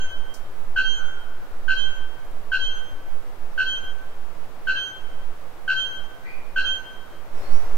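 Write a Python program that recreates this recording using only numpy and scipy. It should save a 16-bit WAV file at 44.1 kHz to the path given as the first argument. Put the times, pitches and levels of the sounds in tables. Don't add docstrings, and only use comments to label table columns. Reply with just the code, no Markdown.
import sys
import numpy as np
from scipy import signal
from scipy.fft import rfft, irfft, next_fast_len
from scipy.io import wavfile
from scipy.ndimage import map_coordinates

SR = 44100
rng = np.random.default_rng(int(sys.argv[2]) if len(sys.argv) > 2 else 0)


def store_pcm(level_fs):
    pcm = np.round(np.clip(level_fs, -1, 1) * 32767).astype(np.int16)
    wavfile.write(sys.argv[1], SR, np.atleast_2d(pcm).T)


N = 342657
TIME = np.arange(N) / SR


# f/Hz, level/dB
BEAK_EQ = [(1300, -23), (1500, -16.5), (1900, -42.5), (2450, -26), (2690, -10.5), (2870, -18.5),
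           (3100, -20), (3500, -32.5), (3900, -31.5), (4150, -24.5), (4550, -36), (5200, -36),
           (6200, -40.5), (8000, -44.5), (11000, -72)]
def clang(t, throat_hz=1533, throb_hz=76.33, sag_hz=230, choke=0.79, jitter_hz=10):
    throb = np.pi * throb_hz * (t - 0.00955)
    note = (1 - choke + choke * np.abs(np.sin(throb))) * np.sin(2 * np.pi * throat_hz * t)
    sag = np.abs(np.cos(throb)) ** 3
    effort = np.clip(0.414 + t / 0.044, 0, 1)
    pitch = throat_hz - throb_hz - sag_hz * (effort * sag - sag.mean())
    pitch += jitter_hz * wobble(820, len(t))
    phase = 2 * np.pi * np.cumsum(pitch) / SR
    buzz = sum(amp(along(BEAK_EQ, k * pitch)) * np.sin(k * phase) for k in range(1, 7))
    rasp = unit(filtered(rng.standard_normal(len(t)), lambda hz: amp(along(BEAK_EQ, hz)) * (hz > 2400)))
    past_crest = t - 0.029
    level_db = 2 + np.minimum(218 * past_crest, -230.5 * past_crest)
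    envelope = amp(level_db) * gate(t, -0.0035, 0.068, attack=0.00525, release=0.012)
    return envelope * (note + buzz + amp(-28) * rasp)


RING_HARMONICS = [0, -24, -43]
def ring(t, pitch_hz, waver_hz=5, crest_s=0.13, brightening=0.4):
    pitch = pitch_hz + waver_hz * wobble(67.5, len(t))
    phase = 2 * np.pi * np.cumsum(pitch) / SR
    arch = amp(-1499 * (t - crest_s) ** 2) * gate(t, 0.062, 0.249, attack=0.044, release=0.048)
    under_clang = amp(-14.5) * gate(t, 0, 0.068, attack=0.0035, release=0.012)
    effort = arch + under_clang
    return sum(amp(db) * effort ** (1 + brightening * k) * np.sin((k + 1) * phase)
               for k, db in enumerate(RING_HARMONICS))


# t/s, clang/dB, ring detune/Hz, ring/dB, ring pan left/dB,
# ring's send to the tree bank/dB, ring's send to the forest reverb/dB
CALL_CUES = [(-.235, -10, -4.5, -24.5, -3, -16, -6.5), (0.7622, -14, -8, -25.5, -11, -19, -9.5),
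             (1.682, -14.5, -1, -25.5, -9, -21, -8.5), (2.519, -14.5, -3, -24.5, -4.5, -22, -9),
             (3.5788, -15, 3.5, -23.5, 0.5, -19, -11), (4.6721, -15.5, 0, -26.5, -8.5, -22, -9),
             (5.6793, -14.5, 0, -24, -10, -12, -11), (6.5618, -14.5, 6, -24, -12, -17.5, -11.5)]
def bellbird(ring_hz=3157, preroll_s=0.02, bank_delay_s=0.138):
    out = np.zeros((2, N))
    t = np.arange(SR * 5 // 4) / SR - preroll_s
    for start, clang_db, detune, ring_db, pan_db, bank_db, reverb_db in CALL_CUES:
        strike = amp(clang_db) * clang(t)
        note = amp(ring_db) * ring(t, ring_hz + detune)
        call = clang_in_forest(strike)
        call += placed(note, lead_ms=0.112 + 0.014 * rng.standard_normal(), pan_db=pan_db)
        slapback = amp(ring_db + bank_db) * ring(t - bank_delay_s, ring_hz + detune)
        call += placed(slapback, lead_ms=0.05, pan_db=3)
        bright = filtered(note, lambda hz: amp(8.5 * (hz > 1.5 * ring_hz)))
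        tail = reverb(bright, predelay=0.018, rise=0.0092, decay_scale=0.67)
        call += amp(reverb_db) * levelled(tail, note)
        add(out, call, start - preroll_s)
    return out


# f/Hz, level/dB
SCATTER_EQ = [(1500, -9), (2700, -5.5), (4200, 8), (8000, 3)]
def clang_in_forest(strike):
    bright = filtered(strike, lambda hz: amp(along(SCATTER_EQ, hz)))
    leaves = reverb(bright, predelay=0.0047, rise=0.0013, decay_scale=0.41)
    dull = filtered(strike, lambda hz: 1 / (1 + (hz / 2200) ** 2))
    trunks = levelled(reverb(dull, predelay=0.0521, rise=0.0077, decay_scale=0.097), strike)[0]
    deep = levelled(reverb(strike, predelay=0.058, rise=0.05, decay_scale=0.72), strike)
    front = placed(strike + amp(-9) * trunks, lead_ms=0.048, pan_db=0.5)
    return front + amp(-5.5) * leaves + amp(-13) * deep


# t/s, length/s, start f/Hz, end f/Hz, level/dB, roughness/Hz, octave/dB, decay scale
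WHISTLE_CUES = [(.935, 0.096, 1463, 1478, -33.5, 80, -40, 0.92),
                (6.23, 0.062, 1850, 2494, -37.5, 111, -18, 0.51),
                (6.261, 0.1, 2423, 2410, -42.5, 70, -29, 0.46), (7.32, .095, 5620, 5050, -56, 190, -38, .6),
                (7.404, 0.084, 4220, 4480, -50, 120, -36, 0.46),
                (7.48, 0.063, 4720, 5700, -50, 170, -36, .5), (7.52, .06, 5780, 5850, -50.5, 80, -36, .8)]
def far_birds():
    out = np.zeros((2, N))
    t = np.arange(SR) / SR
    for start, length, first_hz, last_hz, db, rough_hz, octave_db, decay_scale in WHISTLE_CUES:
        pitch = np.interp(t, [0, length], [first_hz, last_hz]) + rough_hz * wobble(500, len(t))
        phase = 2 * np.pi * np.cumsum(pitch) / SR
        envelope = amp(db) * gate(t, 0, length, attack=0.024, release=0.013)
        voice = envelope * (np.sin(phase) + amp(octave_db) * np.sin(2 * phase))
        wet = reverb(voice, predelay=0, rise=0.001, decay_scale=decay_scale)
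        add(out, levelled(wet, voice), start)
    return out


# f/Hz, level/dB
TWIG_EQ = [(2500, -47), (4000, -17), (5200, -5.5), (7000, -9.5), (11000, -14.5), (14000, -15),
           (16000, -25.5)]
def twig(start_s=0.339, level_db=-42.5, attack_s=0.0012, t60_s=0.19):
    age = np.maximum(TIME - start_s, 0)
    envelope = amp(level_db - 60 * age / t60_s) * (1 - np.exp(-age / attack_s))
    return envelope * stereo_noise(TWIG_EQ)


# f/Hz, T60/s
FOREST_DECAY = [(1500, 1.73), (3000, 1.27), (4500, 1.38), (6300, 1.03), (9000, 0.16)]
def reverb(x, predelay, rise, decay_scale):
    hz, t, noise = signal.stft(rng.standard_normal((2, SR)), SR, nperseg=256)
    age = np.maximum(t - predelay, 0)
    t60 = decay_scale * along(FOREST_DECAY, hz)[:, None]
    envelope = (1 - np.exp(-age / rise)) * amp(-60 * age / t60)
    tail = signal.istft(noise * envelope, SR, nperseg=256)[1]
    return signal.fftconvolve(x[None], tail / np.linalg.norm(tail[0]), axes=1)[:, :len(x)]


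# f/Hz, level/dB
HUSH_EQ = [(25, -20.5), (45, 1.5), (120, 0.5), (200, -5), (300, -3), (480, 0), (800, -1.5), (1300, -5),
           (2000, -12), (3000, -16.5), (4500, -22), (8000, -29.5), (16000, -49)]
def hush(level_db=-46):
    return amp(level_db + 0.2 * wobble(4.6, N)) * stereo_noise(HUSH_EQ) * amp([[0.4], [-0.4]])


# f/Hz, level/dB
SWELL_EQ = [(25, 14), (45, 6), (120, -4.5), (220, -8.5), (350, -3.5), (550, -2), (1000, -6), (2000, -13),
            (3500, -23), (7000, -27.5), (11000, -32), (16000, -29.5)]
def swell(fade_in, level_db=-38):
    return amp(level_db) * fade_in * stereo_noise(SWELL_EQ)


# f/Hz, level/dB
SWAY_EQ = [(0, -9.5), (1, -2), (4, 2.5), (6, -3), (9, -18.5), (13, -17), (20, -53.5), (35, -63), (100, -90),
           (300, -120)]
def air_sway(fade_in, easing_db_per_s=1.7):
    envelope = amp(-18 - easing_db_per_s * TIME) + amp(-14) * fade_in
    return envelope * stereo_noise(SWAY_EQ) * amp([[-3], [1.5]])


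# f/Hz, level/dB
HISS_EQ = [(500, -4), (4000, -2), (9000, 1), (12000, 4), (16000, 2.5)]
def hiss(level_db=-60.5):
    return amp(level_db) * stereo_noise(HISS_EQ)


# f/Hz, left-right correlation
CORRELATION = [(30, 0.54), (120, 0.29), (500, 0.46), (1200, 0.37), (3000, 0), (10000, 0.065)]
def stereo_noise(eq):
    def mid_side(hz):
        width = np.arccos(along(CORRELATION, hz)) / 2
        return amp(along(eq, hz)) * [np.cos(width), np.sin(width)]
    mid, side = filtered(rng.standard_normal((2, N)), mid_side)
    return unit(np.array([mid + side, mid - side]))


def placed(x, lead_ms, pan_db):
    side = np.array([[0.5], [-0.5]])
    return amp(side * pan_db) * filtered(x, lambda hz: np.exp(2j * np.pi * hz * side * lead_ms / 1000))


def levelled(wet, x):
    return wet * np.std(x) / (np.std(wet, axis=1, keepdims=True) + 1e-12)


def gate(t, start, end, attack, release):
    ramp = lambda u: np.sin(np.pi / 2 * np.clip(u, 0, 1)) ** 2
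    return ramp((t - start) / attack) * ramp((end - t) / release)


def wobble(rate, size):
    knots = rng.standard_normal(int(size * rate / SR) + 4)
    return map_coordinates(knots, [np.arange(size) * rate / SR])


def filtered(x, response):
    size = next_fast_len(x.shape[-1] + 8192)
    hz = np.fft.rfftfreq(size, 1 / SR)
    return irfft(rfft(x, size) * response(hz), size)[..., :x.shape[-1]]


def along(points, hz):
    freqs, values = np.transpose(points)
    return np.interp(np.log(hz + 1), np.log(freqs + 1), values)


def amp(db):
    return 10 ** (np.asarray(db) / 20)


def unit(x):
    return x / np.sqrt(np.mean(x ** 2) + 1e-20)


def add(track, sound, start_s):
    i = round(start_s * SR)
    part = sound[:, max(-i, 0):N - i]
    track[:, max(i, 0):max(i, 0) + part.shape[1]] += part


def scene():
    fade_in = gate(TIME, 7.28, np.inf, attack=0.13, release=1)
    return bellbird() + far_birds() + twig() + hush() + hiss() + swell(fade_in) + air_sway(fade_in)


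def record(dry, top_hz=15780):
    return filtered(dry, lambda hz: hz < top_hz)


dry = scene()
out = record(dry)
store_pcm(out)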